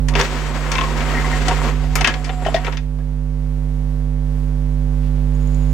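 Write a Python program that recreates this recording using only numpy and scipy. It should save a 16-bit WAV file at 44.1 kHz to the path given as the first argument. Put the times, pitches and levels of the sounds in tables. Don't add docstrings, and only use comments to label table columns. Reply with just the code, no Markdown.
import sys
import numpy as np
from scipy import signal
from scipy.fft import rfft, irfft, next_fast_len
from scipy.io import wavfile
from scipy.ndimage import uniform_filter1d, map_coordinates

SR = 44100
rng = np.random.default_rng(int(sys.argv[2]) if len(sys.argv) > 2 else 0)


def generate_wav(signal):
    frames = np.transpose(np.atleast_2d(signal))
    scaled = np.clip(frames, -1, 1) * 32767
    pcm = np.round(scaled).astype(np.int16)
    wavfile.write(sys.argv[1], SR, pcm)


N = 252693
T = np.arange(N) / SR


def amp(db):
    return 10 ** (np.asarray(db) / 20)


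def unit(x):
    return x / np.sqrt(np.mean(x ** 2) + 1e-20)


def along(points, hz):
    f, v = np.transpose(points)
    return np.interp(np.log(hz + 1), np.log(f + 1), v)


def curves(rows):
    s, *cols = np.transpose(rows)
    return [np.interp(T, s, c) for c in cols]


def wobble(rate):
    knots = rng.standard_normal(int(N * rate / SR) + 4)
    return map_coordinates(knots, [T * rate])


def gate(start_s, end_s, fade_s):
    return np.clip(np.minimum(T - start_s, end_s - T) / fade_s, 0, 1)


def filtered(x, response):
    m = next_fast_len(N + SR // 2)
    return irfft(rfft(x, m) * response(np.fft.rfftfreq(m, 1 / SR)), m)[..., :N]


def rush(spectrum, alike, spiky_db=0):
    size = amp(spiky_db * uniform_filter1d(rng.standard_normal(N), size=64) * 8)

    def mid_side(hz):
        turn = np.arccos(np.clip(along(alike, hz), -1, 1)) / 2
        return amp(along(spectrum, hz)) * [np.cos(turn), np.sin(turn)]

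    mid, side = filtered(size * rng.standard_normal((2, N)), mid_side)
    return np.array([mid + side, mid - side])


# centre in Hz, width in Hz, strength in dB (knocks use the centre only).
BODY = [(399, 28, 7), (513.5, 95, 8), (670, 87, -1), (736.4, 49, 6), (933, 57, 6), (1062, 140, 3),
        (1300, 130, -1.5), (1670, 140, -9), (1883, 62, 2.5), (2079, 34, 1.5), (2290, 180, -5.5),
        (2610, 120, -12), (3036, 35, -30), (3590, 71, 3.5), (4420, 640, 2), (5910, 140, -17),
        (6450, 1340, 2)]


def body(f, broad):
    return broad + sum(amp(db) * 1j * f * w / (c * c - f * f + 1j * f * w) for c, w, db in BODY)


# time in seconds, low rumble, scrape and hiss in dB.
DRIVE = [(.07, -48, -56, -62), (.13, -32.5, -50, -62), (.195, -27.5, -26, -30), (.225, -30, -28, -31.5),
         (.29, -35.5, -36.5, -37.5), (.56, -32.5, -38, -40), (.76, -30.5, -33, -39), (.9, -34, -36.5, -38),
         (1.09, -32, -32.5, -37.5), (1.3, -30, -33.5, -36), (1.38, -34, -35.5, -36.5),
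         (1.7, -30.5, -33, -37.5), (1.77, -40, -44.5, -48), (1.92, -47.5, -48.5, -46.5),
         (2.07, -29.5, -38, -44), (2.13, -37, -47, -46.5), (2.38, -45.5, -48, -51.5),
         (2.53, -33.5, -44, -45), (2.66, -38.5, -40.5, -51), (2.755, -47, -46.5, -53),
         (2.825, -63, -67, -68), (2.9, -63, -67, -70)]
# frequency in Hz, relative level in dB.
RUMBLE = [(170, -36), (215, 4), (240, 5.5), (300, -3.5), (480, -7.5), (800, -9), (1300, -9.5), (1800, -54)]
SCRAPE = [(1100, -9), (1500, 1.5), (2000, -1.5), (3200, -7), (4000, -27)]
HISS = [(2600, 2), (3500, -0.5), (5500, -3.5), (7800, -4.5), (9000, -18), (16000, -36)]
# frequency in Hz, left-right correlation.
DRIVE_ALIKE = [(60, 0.64), (130, 0.56), (290, 1), (640, 0.93), (1410, 0.74), (3100, 0.24), (6820, 0.46),
               (15000, 0.05)]
BENCH_DB, BENCH_SURGE_DB, BENCH_SURGES = -38, 2.5, 12.46
TRAY_HOME_S, BENCH_DROP_DB = 2.5, 8


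def drive():
    rumble_db, scrape_db, hiss_db = curves(DRIVE)

    def shaken(spectrum, broad, spiky_db):
        noise = rush(spectrum, DRIVE_ALIKE, spiky_db)
        return unit(filtered(noise, lambda f: body(f, broad)))

    judder = .55 * wobble(45)
    sound = amp(rumble_db + 1.5 + 1.9 * wobble(14) + 2.1 * judder) * shaken(RUMBLE, broad=1.0, spiky_db=0.5)
    sound += amp(scrape_db + 3.0 + 2.6 * judder) * shaken(SCRAPE, broad=1.6, spiky_db=0.8)
    sound += amp(hiss_db + 3.5 + 2.7 * judder) * shaken(HISS, broad=20.0, spiky_db=1.0)

    tap_size = amp(np.minimum(4 * rng.exponential(size=N), 12)) * rng.standard_normal(N)
    teeth = (rng.random(N) < 220 / SR) * tap_size
    teeth_colour = [(300, -38), (900, 6.5), (2300, -1.5), (4000, -23.5)]
    tapped = filtered(teeth, lambda f: body(f, broad=.05) * amp(along(teeth_colour, f)))
    sound += amp(scrape_db - 4.0) * unit(tapped)

    bench_db = BENCH_DB + BENCH_SURGE_DB * wobble(BENCH_SURGES) - BENCH_DROP_DB * (T > TRAY_HOME_S)
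    bench_colour = [(50, -38), (64, 18), (78, 6), (95, -2.5), (125, -37.5)]
    sound += amp(bench_db) * unit(rush(bench_colour, DRIVE_ALIKE))
    fade_out = np.clip((2.9 - T) * 20, 0, 1)
    fade_in = np.clip((T - .07) * 50, 0, 1)
    return sound * fade_out * fade_in


# start in seconds, end in seconds, level of the main band in dB at start and at end,
# pitch in Hz at start and at end, random spread of the pitch in Hz.
WHINE = [(.22, 1.68, -49, -43.5, 7800, 7410, 433), (2.08, 2.73, -50, -46, 7530, 7440, 256)]
UPPER_BANDS = [1.24, 1.42]
WHINE_FADE_S = 0.049
DRONE_FROM_S, DRONE_TO_S, DRONE_DB, DRONE_SAG_DB_PER_S = 1.13, 2.74, -34.5, 5.5


def whine():
    sound = 0
    for start, end, db0, db1, hz0, hz1, spread_hz in WHINE:
        hz = np.interp(T, [start, end], [hz0, hz1])
        fuzzy_hz = hz + spread_hz * np.array([wobble(1500), wobble(1500)])
        turn = 2 * np.pi * np.cumsum(fuzzy_hz, axis=1) / SR
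        bands = np.sin(turn) + amp(-10.5) * sum(np.sin(k * turn) for k in UPPER_BANDS)
        level_db = np.interp(T, [start, end], [db0, db1]) + 2.4 * wobble(39.9)
        sound += amp(level_db) * gate(start, end, WHINE_FADE_S) * bands
    drone_db = DRONE_DB - DRONE_SAG_DB_PER_S * (T - DRONE_FROM_S) + 3.5 * wobble(24.46) + 1.8 * wobble(5.96)
    drone = amp(drone_db) * np.sin(2 * np.pi * np.cumsum(735 + 25 * wobble(70)) / SR)
    return sound + drone * gate(DRONE_FROM_S, DRONE_TO_S, WHINE_FADE_S)


# start in seconds, level in dB, bass tilt in dB, treble tilt in dB,
# nominal time in seconds to fall 60 dB (scaled per band).
CLICKS = [(.084, -26, 0, 0.5, 0.097), (.137, -29.5, 8, -14, .077), (.152, -12.5, -2, -17, 0.06),
          (.161, -26.5, 7, -7, 0.24), (.198, -17, 10, -8, 0.048), (.211, -10.5, -7, -10, 0.04),
          (.244, -36, 7, -14, .077), (.716, -24, 4.5, -4, 0.2), (0.753, -13.5, -6, -22, 0.045),
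          (.782, -11.5, -10, -32, 0.054), (.81, -15, -2.5, -29, 0.054), (0.836, -21, -6, -20, .053),
          (1.005, -25, 5, -27, .088), (1.105, -40, 6, -2, .049), (1.482, -18.5, 9, -1.5, 0.082),
          (1.51, -25, 13, -25, 0.1), (1.954, -22, 10, 3.5, 0.1), (1.984, -26, 2, -22, 0.164),
          (2.009, -13.5, -5, -6.5, 0.0595), (2.044, -10.5, -4.5, -26, 0.13), (2.073, -9.5, 0, -6.5, 0.056),
          (2.09, -23.5, 3.5, -16, 0.14), (2.139, -21, -8, -15, 0.067), (2.243, -29, -12, -4.5, 0.19),
          (2.292, -24.5, 6.5, -38, 0.077), (2.42, -40, 17.5, -23, 0.081), (2.449, -26.5, -3, -28, 0.18),
          (2.464, -31.5, 18, -8, 0.11), (2.542, -18.5, -16, -14, 0.12), (2.561, -24, -3, -14, .084),
          (2.646, -25, -1, -20, 0.1), (2.666, -21.5, 2.5, -41, .067), (2.678, -32.5, 18, -15.5, .058),
          (2.723, -25.5, -1, -18, 0.07), (2.77, -23.5, -10, -14.5, .082), (2.986, -56, 23.5, -9.5, 0.086),
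          (3.089, -63, 11, -1, .07)]
# lower edge in Hz, upper edge in Hz.
BANDS_HZ = [(300, 850), (850, 1500), (1500, 3300), (3300, 5500), (5500, 9200), (9200, 14000)]
BASS_SHARE = [1.13, 0.75, 0.22, 0.06, 0.1, 0]
TREBLE_SHARE = [0.012, 0.065, 0, 0.34, 1.22, 4.5]
CLICK_LEAN_DB = 6.5


def clicks():
    t = np.arange(SR // 4) / SR
    shakes = np.zeros((len(BANDS_HZ), 2, N + SR))
    faster = np.array([.8, .9, 1.01, 1.2, 1.5, 1.8])[:, None]
    apart = np.array([0.114, 0.25, 0.79, 1.77, 0.99, 1.0])[:, None, None]
    leaning = np.array([0.3, 0.53, 1.1, 1.4, 0.53, .15])[:, None, None]
    for s, db, bass_db, treble_db, t60 in CLICKS:
        bands_db = bass_db * np.array(BASS_SHARE) + treble_db * np.array(TREBLE_SHARE)
        shared, own = rng.standard_normal(len(t)), rng.standard_normal((2, len(t)))
        chatter = (shared + apart * own) * amp(leaning * [[CLICK_LEAN_DB / 2], [-CLICK_LEAN_DB / 2]])
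        shape = amp(db + bands_db[:, None] - 60 * faster * t / t60) * (1 - np.exp(-t / 0.00067))
        shape *= 1 + 0.64 * np.exp(-t / 0.0013)
        first = round(s * SR)
        shakes[..., first:first + len(t)] += shape[:, None] * chatter
    sound = 0
    for shake, edges, db in zip(shakes, BANDS_HZ, (-3.0, 4.0, 5.0, -3.0, -2.0, -13.5)):
        band = signal.butter(3, edges, "bandpass", fs=SR, output="sos")
        sound += amp(db) * signal.sosfilt(band, shake[:, :N])
    return filtered(sound, lambda f: body(f, broad=0.87))


# start in seconds, level in dB before trim and attack, pitch of the struck part in Hz,
# time in seconds to fall 60 dB.
KNOCKS = [(.153, -11, 2360, 0.024), (.165, -19.5, 400, 0.26), (.197, -18.5, 459, 0.25),
          (.199, -23, 4500, .036), (.212, -18, 5730, 0.033), (.716, -18.5, 6040, 0.041),
          (.756, -19, 2300, .032), (.762, -15, 1055, .045), (.783, -15.5, 2530, .035),
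          (.786, -9, 1080, 0.044), (.811, -11, 1110, 0.069), (.838, -16, 1070, 0.078),
          (1.147, -18, 1890, 0.097), (1.169, -17.5, 2000, .16), (1.242, -13.5, 1015, 0.049),
          (1.244, -18.5, 2030, .08), (1.328, -17, 1930, 0.14), (1.48, -19, 753, 0.29),
          (1.48, -22, 1310, 0.074), (1.506, -20, 940, 0.19), (1.956, -15.5, 2260, 0.08),
          (1.956, -28, 6260, .05), (1.975, -25, 1310, 0.2), (2.005, -14, 720, 0.093),
          (2.011, -21.5, 2660, 0.049), (2.046, -3, 2770, 0.024), (2.057, -21, 1687, 0.27),
          (2.073, -14, 1310, 0.067), (2.073, -32, 5900, .035), (2.074, -21, 2870, .1),
          (2.294, -17, 736, 0.046), (2.451, -23, 1850, .08), (2.462, 2, 650, 0.023),
          (2.462, -29, 520, 0.049), (2.465, -29.5, 2970, 0.099), (2.484, -4.5, 685, 0.039),
          (2.544, 1.5, 636, 0.043), (2.544, -21.5, 3520, 0.038), (2.545, -27, 520, .09),
          (2.546, -17, 400, 0.067), (2.56, -16.5, 1860, 0.08), (2.565, -17, 710, .16),
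          (2.646, -28, 2350, .05), (2.678, -21, 1310, .06), (3.004, -44, 1660, .06)]
# pitch in Hz, left over right in dB.
KNOCK_LEAN = [(450, 2), (700, 3), (1200, 5), (1900, 6.5), (2800, 17), (6000, 7)]
RISE_CYCLES, RISE_MIN_S = 1.06, 0.00031


def knocks():
    t = np.arange(SR // 4) / SR
    hz = np.array(BODY)[:, :1]
    out = np.zeros((2, N + SR))
    for s, db, part_hz, t60 in KNOCKS:
        rise = RISE_MIN_S + RISE_CYCLES / part_hz
        pan_db = along(KNOCK_LEAN, part_hz)
        share = np.exp(-.5 * (np.log(hz / part_hz) / .065) ** 2)
        stray = np.cumsum(0.032 * hz / 1000 * rng.standard_normal((len(hz), len(t))), axis=1)
        turn = 2 * np.pi * hz * t + stray
        ring = (share * np.sin(turn)).sum(0) / share.sum()
        ring = ring * (1 - np.exp(-t / rise)) ** 2 * amp(db + 2.0 - 60 * t / t60)
        first = round(s * SR)
        out[:, first:first + len(t)] += ring * amp([[pan_db / 2], [-pan_db / 2]])
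    return out[:, :N]


# frequency in Hz, time in seconds to fall 60 dB.
SHOP = [(300, 0.045), (2000, 0.27), (10000, 0.27)]


def shop(x):
    hz, t, z = signal.stft(rng.standard_normal((2, SR // 2)), SR, nperseg=256)
    dying = z * amp(-60 * t / along(SHOP, hz)[:, None])
    tail = signal.istft(dying, SR, nperseg=256)[1]
    late = np.pad(x, (300, 0))[None]
    return signal.fftconvolve(late, tail / np.linalg.norm(tail[0]), axes=1)[:, :N]


# middle in seconds, level in dB, bell width (standard deviation) in seconds.
RUSTLE = [(5.06, -51.5, .025), (5.185, -56, 0.028), (5.6, -56, 0.2)]


def rustle():
    level = sum(amp(db) * np.exp(-.5 * ((T - s) / width) ** 2) for s, db, width in RUSTLE)
    colour = [(1200, -30), (2200, -3), (3200, -7), (4500, -11), (7000, -25)]
    return level * unit(rush(colour, [(3000, .4)], spiky_db=1.0))


# start in seconds, level in dB before trim.
TICKS = [(5.351, -36), (5.474, -33), (5.5465, -31.5)]
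FIZZ_FROM_S, FIZZ_DB, FIZZ_GROWS_DB_PER_S = 5.34, -60, 5


def fizz():
    level = amp(FIZZ_DB + FIZZ_GROWS_DB_PER_S * (T - FIZZ_FROM_S) + 2.6 * wobble(50)) * (T > FIZZ_FROM_S)
    for s, db in TICKS:
        level += amp(db - 9.0 - 60 * np.abs(T - s) / 0.019) * (T > s)
    colour = [(6000, -40), (6600, -8), (6900, 0), (7200, -8), (7900, -40)]
    return level * unit(rush(colour, [(7000, .5)], spiky_db=2.5))


# multiple, relative level in dB.
HUM = [(1, 0), (3, -6.7), (5, -14.7), (7, -36), (9, -29), (11, -30), (13, -41), (15, -38), (17, -38),
       (19, -41), (21, -43), (23, -44), (25, -50), (27, -48), (29, -47)]
# frequency in Hz, level in dB against the fundamental before side levels.
BUZZ = [(100, -65.5), (120, -38), (200, -35.5), (400, -39), (500, -49.5)]
MAINS_HZ = 50.012


def hum():
    turn = 2 * np.pi * MAINS_HZ * T + 3
    turn += 0.018 * wobble(1.88) + 0.0017 * wobble(34)
    last, last_db = HUM[-1]
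    high = [(k, last_db + 0.5 - 11 * np.log2(k / last)) for k in range(31, 141, 2)]

    def lead(k):
        return 3.72 * np.exp(-(k - 1) ** 2 / 3.3) - 2.75 - .967 * k

    wave = sum(amp(db) * np.cos(k * turn + lead(k)) for k, db in [*HUM, *high])
    buzz = sum(amp(db + 2.1 * wobble(4.22)) * np.sin(2 * np.pi * hz * T) for hz, db in BUZZ)
    return np.sqrt(2) * (wave * amp([[-5], [3.2]]) + buzz)


# time in seconds, gain in dB.
CREEP = [(0, -17), (.2, -17), (.235, -26), (.35, -23.5), (.78, -22), (1.4, -19), (2.04, -18.5),
         (2.055, -30), (2.11, -23.5), (2.54, -22.5), (2.56, -23.5), (3.5, -20.5), (4.5, -19), (5.73, -16)]
# frequency in Hz, relative level in dB.
ROOM = [(15, -6.5), (40, -8), (72, -8.5), (100, -9.5), (300, -15.5), (1000, -28), (3000, -35.5),
        (8000, -41), (16000, -46)]
# frequency in Hz, left-right correlation.
ROOM_ALIKE = [(60, 0.25), (300, 0.56), (1400, 0.25), (4000, 0), (15000, 0.043)]


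def background():
    level_db, = curves(CREEP)
    room = amp(-21.5 + 0.7 * wobble(6)) * unit(rush(ROOM, ROOM_ALIKE))
    return amp(level_db) * (hum() + room)


# frequency in Hz, left over right in dB.
DRIVE_LEAN = [(230, 5), (700, 2), (1300, 4), (2400, 6), (4400, 10.5), (8100, 0), (15000, 2)]


def scene():
    hits = clicks() + knocks()

    def lean(hz):
        return amp(along(DRIVE_LEAN, hz) * [[.5], [-.5]])

    machine = filtered(drive() + whine(), lean)
    echo = amp(-11) * shop(hits.mean(0))
    return machine + hits + echo + fizz() + rustle() + background()


TOP_HZ = 15900


def record(dry):
    flattened = dry / (1 + np.abs(dry) ** 6) ** (1 / 6)
    return filtered(flattened, lambda hz: hz < TOP_HZ)


dry = scene()
out = record(dry)
generate_wav(out)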